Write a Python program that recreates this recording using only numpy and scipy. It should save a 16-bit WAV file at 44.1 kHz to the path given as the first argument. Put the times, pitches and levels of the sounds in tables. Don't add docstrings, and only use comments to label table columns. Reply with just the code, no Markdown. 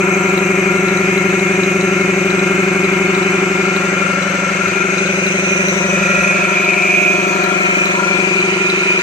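import sys
import numpy as np
from scipy import signal
from scipy.io import wavfile
from scipy.ndimage import uniform_filter1d

SR = 44100
rng = np.random.default_rng(int(sys.argv[2]) if len(sys.argv) > 2 else 0)


def store_pcm(level_fs):
    pcm = np.round(np.clip(level_fs, -1, 1) * 32767).astype(np.int16)
    wavfile.write(sys.argv[1], SR, np.atleast_2d(pcm).T)


def nominal_scale(level):
    x = np.asarray(level, float) / 20
    return 10 ** x


N = 397782

CRANK_PER_S, FIRST_STROKE_S = 11.9595, .0285

# flutter at valve opening f/Hz, glide/(Hz/s), level/dB, head start/flutter cycles
CYLINDERS = [(174, 450, -1, .43), (189.5, 130, 0, .365)]
# t after opening/s, level/dB
VALVE_LIFT = [(0, -22), (.0035, -6), (.014, 0), (.027, -1.5), (.034, -6), (.0415, -26)]
FADE_DB_PER_S = [40, 220, 400, 300]
# f/Hz, width/Hz, level/dB
TANK_FLANK_MODES = [(741, 3, 0), (963, 4, 2), (1006, 8, -6), (1045, 14, -3), (1157, 8, -6), (1050, 300, 1)]
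# f/Hz, width/Hz, level/dB
TANK_TOP_MODES = [(1356, 5, -4), (1378, 6, -4), (1399, 4, 1), (1400, 120, -3), (1520, 70, -6),
                  (1640, 90, -3), (1771, 60, -8), (1927, 6, -6)]
# f/Hz, width/Hz, level/dB
GUARD_LOW_MODES = [(2164, 6, -1), (2128, 30, -3), (2195, 40, -3), (2660, 30, -5), (2756, 8, -7),
                   (2976, 25, -13)]
# f/Hz, width/Hz, level/dB
GUARD_HIGH_MODES = [(2305, 40, -6), (2391, 6, -2), (2435, 10, -5), (2460, 6, -1), (2524, 14, -5),
                    (2557, 8, -7), (2430, 110, 3)]
# f/Hz, width/Hz, level/dB
FIN_MODES = [(5600, 45, -6.5), (5935, 31, -4.5), (6235, 43, -1), (6507, 80, -0.5), (6134, 220, 2.5),
             (7310, 76, -8.5), (8010, 60, -11.5)]
# f/Hz, width/Hz, level/dB
HEAD_MODES = [(707, 4, -3), (600, 40, -2)]
# f/Hz, width/Hz, level/dB
SHEEN_MODES = [(12700, 350, -1), (15650, 200, -3), (13800, 900, 0)]
# f/Hz, level/(dB per Hz)
AIR_SPECTRUM = [(1650, -24), (2800, -2), (3050, 2), (3150, -5.5), (3310, -4.5), (4040, -4.5), (4360, -8),
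                (5320, -10), (5600, -15), (7280, -40), (12300, -120)]
# f/Hz, level/(dB per Hz)
LEAK_SPECTRUM = [(3940, -50), (6700, 2), (6980, 0.5), (7890, -1.5), (9000, -7.5), (9620, -32), (10300, -50),
                 (13400, -61), (22000, -120)]
# f/Hz, level/(dB per Hz)
TOP_SPECTRUM = [(6060, -28), (10300, -6.5), (10700, -1.5), (12200, -2), (13100, -4), (14200, -9.5),
                (15700, -16)]
# f/Hz, level/(dB per Hz)
FRAME_SPECTRUM = [(25, -32), (60, -18), (110, -46), (300, 2.5), (620, -6.5), (860, -9.5), (1250, -4),
                  (1650, 1), (1850, -7), (2300, 4.3), (2850, -67), (3300, -16)]
# multiple of crank speed, level/dB
PISTON_SHAKE = [(4, -80), (5, -46), (6, -54), (8, -56), (10, -38)]
# t/s, ring level/dB, snap level/dB
TICKS = [(.378, -24.5, -34), (.8844, -27, -55), (0.9727, -25, -59), (1.1767, -26, -38), (1.3962, -28, -55),
         (1.6347, -23, -41), (1.8118, -26, -55), (2.0118, -29, -55), (2.3037, -24, -55), (2.393, -27, -55),
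         (2.845, -27, -55), (3.15, -25, -55), (3.2286, -28, -55), (3.764, -23.5, -37), (4.2248, -27, -42),
         (4.6818, -27, -38), (4.9831, -23, -55), (5.0614, -25, -55), (5.2669, -24, -36), (5.685, -22, -33),
         (6.6468, -26, -37), (6.7351, -29, -43), (6.8229, -30, -55), (7.2779, -39, -36), (7.4395, -23, -34),
         (7.857, -21, -35), (8.4047, -25, -55), (8.7006, -17, -51), (8.7914, -25, -57), (8.992, -25, -37)]
# t/s, peak level/dB, f/Hz
FOOTFALLS = [
    (4.642, -25, 105),
    (6.16, -29, 65),
]
# t/s, inlet level/dB, ground echo delay/ms, turned away/0-1
WALK = [(0, -24.5, 2.045, 0), (2.4, -24.5, 2.05, 0), (3.3, -25, 1.98, 0.02), (3.7, -26.5, 2.07, 0.07),
        (4.2, -27, 2.48, 0), (4.5, -27.5, 2.47, 0.03), (4.8, -29, 2, 0.14), (5.1, -26.5, 2.31, 0.07),
        (5.4, -27, 2.22, 0.14), (6, -25, 2.45, 0.38), (6.3, -27, 2.45, .6), (6.6, -29.5, 2.08, 0.53),
        (6.9, -30.5, 2.02, 0.93), (7.2, -28.5, 2.06, 0.78), (7.8, -30, 2.2, 0.88), (8.1, -28.5, 2.24, 0.48),
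        (8.4, -28, 1.9, 0.25), (9, -31, 1.64, 0.17)]
# t/s, flank level/dB, top level/dB, guard level/dB, guard left-right/dB, guard left lead/rad
FACING = [(0, 3.5, -0.5, 1.5, 3, -1), (1.8, -1, 0, 0.5, 1, -.9), (3.3, 2.5, 0, 1.5, 3.5, -1.3),
          (4.3, 0, 3.5, -2, 3, -1), (4.8, -1.5, 3.5, 2.5, 5, -0.3), (5.1, -11, -3, 2.5, 5, -2),
          (5.6, -2, 0.5, 6, -5, -2.5), (5.8, 2.5, 2.5, 1.5, 8, -3.5), (6.1, -1, 7, 8, -2, -7.5),
          (6.5, 2.5, 6, 8.5, -1, -5.5), (6.8, 3, 4.5, 9, 4, -6.5), (7, 1.5, 0, 12, -7, -5),
          (7.4, 5.5, 6, 2, 5, -5), (7.8, 3.5, 6.5, 9, 4, -2.5), (8, 9, 5, 2, -2, -4.5),
          (8.2, 5.5, 0.5, 8, 13, -3), (8.6, 3.5, -1.5, 6, -4.5, -2.5), (9, 2.5, 0.5, 7, 1, -2.5)]
# t/s, level/dB
FINS_IN_VIEW = [(0, -1), (3.6, -.5), (5.3, 1.5), (5.5, 5), (6.3, 2), (6.7, -1.5), (7.8, 0), (9, -0.5)]

BUZZ_DB, ECHO_GAIN, FLUTTER_HZ = [0.5, 5.5, -4, -18], 0.76, 186.3
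INLET_PAN_DB, INLET_LEAD_MS = (1.5, 1.5), (0.12, 0.25)
# level/dB, added when turned away/dB, left-right/dB, left lead/rad, added when turned away/rad
TANK_FLANK_AT, TANK_TOP_AT = (-34, 1.5, 1, 0.03, 1.95), (-23.5, -3, 5.5, 0.96, 2.5)
GUARD_LOW_DB, GUARD_LOW_PAN_DB, GUARD_HIGH_DB = -24.5, 7, -23.5
OVER_EDGE_RAD, HIDDEN_DB_PER_RAD = 3.3, 4
# level/dB, added when turned away/dB, left-right/dB, added when turned away/dB
AIR_AT, FIN_AT = (-35, -1.5, 2, -1.5), (-33.5, 2.5, 5, 2.5)
LEAK_AT, TOP_AT = (-36.5, 0, 1.7, 4), (-52.5, 6, 6, 14)
AIR_RISE_DB_PER_S = 0.7
SHEEN_DB, SHEEN_FOLLOWS = -53.5, 2.8
VALVE_DB, FRAME_DB = -44, -23.5
STRANDS_DB = 2.5
TICK_PAN_DB, TICK_SCATTER_DB, FAINT_PER_S, FAINT_DB = 3, 11, 2.5, -34


def evened(x):
    return x / np.sqrt(np.mean(abs(x) ** 2) + 1e-20)


def curves(rows):
    s, *columns = np.transpose(rows)
    return [np.interp(np.arange(N) / SR, s, c) for c in columns]


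def sides(pan_db):
    ratio = nominal_scale(pan_db) ** 2
    left = ratio / (1 + ratio)
    return np.sqrt(2 * np.array([left, 1 - left])).reshape(2, -1)


def wander(depth_db, per_s):
    t = np.arange(0, N + 512, 512) / SR
    rates_hz = np.geomspace(per_s / 15, per_s, 16)
    drift = sum(np.sin(2 * np.pi * (f * t + rng.random())) / np.sqrt(f) for f in rates_hz)
    return np.interp(np.arange(N) / SR, t, nominal_scale(depth_db * evened(drift)))


def since_stroke():
    strokes = (np.arange(N) / SR - FIRST_STROKE_S) * 2 * CRANK_PER_S + 2
    return strokes.astype(int), strokes % 1 / (2 * CRANK_PER_S)


def throb(depth_db, late_s):
    stroke, s = since_stroke()
    force = 1 + .35 * rng.standard_normal(stroke[-1] + 1)[stroke]
    return nominal_scale(depth_db * force * np.cos(4 * np.pi * CRANK_PER_S * (s - late_s)))


def clatter(repeat, same):
    place = (np.arange(N) % (SR / CRANK_PER_S)).astype(int)
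    walk_rad_per_s = np.interp(np.arange(N) / SR, [0, 3, 4, 9], [0.087, 0.063, 0.89, 0.77])
    view = np.cumsum(walk_rad_per_s) / SR
    early, late = rng.standard_normal((2, 2, 4000))[:, :, place]
    recurring = np.cos(view) * early + np.sin(view) * late
    a, b = np.sqrt(repeat) * recurring + np.sqrt(1 - repeat) * rng.standard_normal((2, N))
    return np.array([a, same * a + np.sqrt(1 - same ** 2) * b])


def inlet_db():
    level_db, echo_ms, _ = curves(WALK)
    out = []
    for k, db in enumerate(BUZZ_DB, 1):
        echo = ECHO_GAIN * np.exp(2j * np.pi * FLUTTER_HZ * k * echo_ms / 1000)
        out.append(level_db + db + 20 * np.log10(abs(1 - echo)))
    return out


def placed(level_db, away_db, pan_db, away_pan_db):
    away = curves(WALK)[2]
    return level_db + away_db * away, pan_db + away_pan_db * away


def later_right(x):
    lead_ms = INLET_LEAD_MS[0] + INLET_LEAD_MS[1] * curves(WALK)[2]
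    return np.array([x[0], np.interp(np.arange(N) - lead_ms * SR / 1000, np.arange(N), x[1])])


def ring(modes, level_db, pan_db, lead, force, drift_db):
    out = np.zeros((2, N), complex)
    for hz, width, db in modes:
        widths = np.array([width, 4 * width + 150])
        poles = np.exp((2j * np.pi * hz - np.pi * widths) / SR)
        mode = signal.lfilter([1], np.poly(poles), force)
        drift = np.array([wander(drift_db, 2.5), wander(drift_db, 2.5)])
        out += nominal_scale(db) * drift * evened(mode)
    out[1] *= np.exp(-1j * lead)
    rms = np.sqrt(np.mean(out.real ** 2, 1, keepdims=True))
    return nominal_scale(level_db) * sides(pan_db) * out.real / rms


def noise(points, force, patchy_db):
    hz, t, z = signal.stft(force, SR, nperseg=1024, noverlap=768)
    patches = uniform_filter1d(rng.standard_normal((len(t), 513)).T, 10, 0)
    patches = evened(uniform_filter1d(patches, 12, 1))
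    strands = uniform_filter1d(rng.standard_normal((len(t), 513, 2)).T, size=3, axis=1)
    strands = evened(uniform_filter1d(strands, size=250, axis=2))
    f, db = np.transpose(points)
    shape_db = np.interp(np.log(hz + 1), np.log(f + 1), db, -90, -90)
    z = z * nominal_scale(shape_db[:, None] + patchy_db * patches + STRANDS_DB * strands)
    return evened(signal.istft(z, nperseg=1024, noverlap=768)[1][:, :N])


def filter_sheen():
    level_db = SHEEN_DB + SHEEN_FOLLOWS * (curves(WALK)[0] - WALK[0][1])
    return ring(SHEEN_MODES, level_db, 2.5, 0.6, clatter(.1, 0.46) * throb(2.5, 0.015), 1.2)


def hiss():
    air_db, air_pan = placed(*AIR_AT)
    leak_db, leak_pan = placed(*LEAK_AT)
    top_db, top_pan = placed(*TOP_AT)
    air_db = air_db + AIR_RISE_DB_PER_S * np.arange(N) / SR
    air = noise(AIR_SPECTRUM, clatter(0.11, 0.068), 1.78) * throb(0.62, 0.022)
    leak = noise(LEAK_SPECTRUM, clatter(0.088, 0.044), 1.9) * throb(0.89, 0.03)
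    top = noise(TOP_SPECTRUM, clatter(.08, .4), 1.4) * throb(2.2, .012)
    out = nominal_scale(air_db) * sides(air_pan) * air + nominal_scale(leak_db) * sides(leak_pan) * leak
    return out + nominal_scale(top_db) * sides(top_pan) * top + filter_sheen()


def frame():
    level_db = inlet_db()[0]
    near_db = level_db - level_db[0]
    turns = np.arange(N) / SR * CRANK_PER_S
    shake = sum(nominal_scale(db) * wander(1.2, 4.0) * np.sin(2 * np.pi * (k * turns + rng.random()))
                for k, db in PISTON_SHAKE)
    rattle = later_right(noise(FRAME_SPECTRUM, clatter(0.88, 0.75), 1.3)) * throb(3.2, 0.01)
    return nominal_scale(FRAME_DB + 0.24 * near_db) * rattle + shake * nominal_scale(1.4 * near_db) * sides(2.5)


def add(mix, s, sound):
    part = mix[:, round(s * SR):][:, :sound.shape[1]]
    part += sound[:, :part.shape[1]]


def footfalls():
    out, t = np.zeros((2, N)), np.arange(5000) / SR
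    for s, db, hz in FOOTFALLS:
        thud = np.sin(2 * np.pi * hz * t) * np.hanning(5000) * np.exp(-t / 0.084)
        add(out, s, np.ones((2, 1)) * nominal_scale(db) * thud)
    return out


def loose_part():
    out, t = np.zeros((2, N)), np.arange(5000) / SR
    bright = signal.butter(2, [12000, 15000], "band", fs=SR, output="sos")
    snap_pan = placed(*TOP_AT)[1]
    faint_s = np.cumsum(rng.exponential(1, size=60)) / FAINT_PER_S
    faint = [(s, FAINT_DB, -90) for s in faint_s if s < N / SR]
    body = .7 * nominal_scale(-60 * t / .03) + .35 * nominal_scale(-60 * t / .1)
    for s, db, snap_db in list(TICKS) + faint:
        phase = np.array([[0], [0.25 + 0.25 * rng.random()]])
        pan_db = TICK_PAN_DB + TICK_SCATTER_DB * rng.standard_normal()
        tick = np.sin(2 * np.pi * (3960 * t + phase)) * body
        tick += np.sin(2 * np.pi * (3960 * t + phase / 2)) * nominal_scale(-60 * t / .006)
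        add(out, s, nominal_scale(db + 4) * tick * sides(pan_db))
        snap = signal.sosfilt(bright, rng.standard_normal((2, 5000))) * nominal_scale(snap_db + 14.0 - 60 * t / 0.013)
        add(out, s, snap * sides(snap_pan[int(s * SR)]))
    return out


def fins():
    level_db, pan_db = placed(*FIN_AT)
    level_db = level_db + curves(FINS_IN_VIEW)[0]
    lead = 2.82 + 3.07 * curves(FACING)[4]
    return ring(FIN_MODES, level_db, pan_db, lead, clatter(0.08, 0.33) * throb(0.73, 0.023), 2.0)


def guard():
    _, _, faced_db, pan_db, lead = curves(FACING)
    low_db = GUARD_LOW_DB - HIDDEN_DB_PER_RAD * np.maximum(-lead - OVER_EDGE_RAD, 0)
    low_force = clatter(0.46, 0.63) * throb(1.3, 0.021)
    high_force = clatter(0.19, 0.89) * throb(1.04, 0.025)
    out = ring(GUARD_LOW_MODES, low_db, GUARD_LOW_PAN_DB, lead, low_force, 0.61)
    return out + ring(GUARD_HIGH_MODES, GUARD_HIGH_DB + faced_db, pan_db, lead, high_force, 0.59)


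def tank_and_head():
    away, (flank_db, top_db, *_) = curves(WALK)[2], curves(FACING)
    (flank, top) = [(db + faced_db + away_db * away, pan_db, rad + more * away)
                    for faced_db, (db, away_db, pan_db, rad, more)
                    in ((flank_db, TANK_FLANK_AT), (top_db, TANK_TOP_AT))]
    out = ring(TANK_FLANK_MODES, *flank, clatter(0.74, 0.72) * throb(2.2, 0.013), 1.0)
    out += ring(TANK_TOP_MODES, *top, clatter(0.27, 0.35) * throb(2.0, 0.025), 1.0)
    head_db = np.interp(np.arange(N) / SR, [0, 3.5, 5, 7, 9], [-35.5, -38, -32.5, -27.5, -37.5])
    return out + ring(HEAD_MODES, head_db, flank[1], 0.38 * flank[2], clatter(0.87, 0.9), 0.52)


def valve_plate():
    level_db = VALVE_DB + curves(WALK)[0] - WALK[0][1]
    modes = [(7610, 98, 0)]  # f/Hz, width/Hz, level/dB
    return ring(modes, level_db, 6.0, 1.6, clatter(.3, .4) * throb(5.5, 0.017), 1.3)


def intake():
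    levels_db, away = inlet_db(), curves(WALK)[2]
    pan_db, lead_ms = [facing + more * away for facing, more in (INLET_PAN_DB, INLET_LEAD_MS)]
    stroke, s = since_stroke()
    start_hz, glide, cylinder_db, head_start = np.array(CYLINDERS)[stroke % 2].T
    slip, *strength = rng.standard_normal((stroke[-1] + 1, 5))[stroke].T
    behind_db_per_s = 25 * np.maximum(levels_db[0][0] - levels_db[0], 0)
    lift_db = np.interp(s, *np.transpose(VALVE_LIFT)) + cylinder_db
    turns = start_hz * s + glide * s ** 2 / 2 + .012 * slip + head_start
    turns = np.array([turns, turns - start_hz * lead_ms / 1000])
    out = 0
    for k, (level_db, fade) in enumerate(zip(levels_db, FADE_DB_PER_S)):
        late_s = np.maximum(s - .018 + .003 * k, 0)
        shape = nominal_scale(lift_db - (fade + behind_db_per_s) * late_s + (.4 + .2 * k) * strength[k])
        partial = uniform_filter1d(shape, 90) * np.sin(2 * np.pi * (k + 1) * turns)
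        out = out + nominal_scale(level_db) * evened(partial)
    return out * sides(pan_db)


def scene():
    steel = fins() + guard() + tank_and_head() + valve_plate()
    return hiss() + frame() + footfalls() + loose_part() + steel + intake()


def band_limit(x):
    return signal.sosfilt(signal.butter(12, 15880, fs=SR, output="sos"), x)


def record(dry):
    limited = np.tanh(dry / 1.5) * 1.5
    hz, t, z = signal.stft(limited, SR, nperseg=1024, noverlap=768)
    band, block = np.arange(513) // 10, np.arange(len(t)) // 4
    power = np.add.reduceat((abs(z) ** 2).mean(0), np.arange(0, 513, 10))
    held = uniform_filter1d(power, size=5)[:, block * 4]
    whim_db = 3.2 * rng.standard_normal((len(t), 52)).T[:, block]
    limit_db = np.interp(hz, [9800, 10500, 13000, 14500, 15000, 15400], [-62, -65, -66, -70, -71, -70])
    passes = held[band] > nominal_scale(limit_db[:, None] + whim_db[band]) ** 2
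    z = z * (passes | (hz[:, None] < 3000))
    return band_limit(signal.istft(z, nperseg=1024, noverlap=768)[1][:, :N])


dry = scene()
out = record(dry)
store_pcm(out)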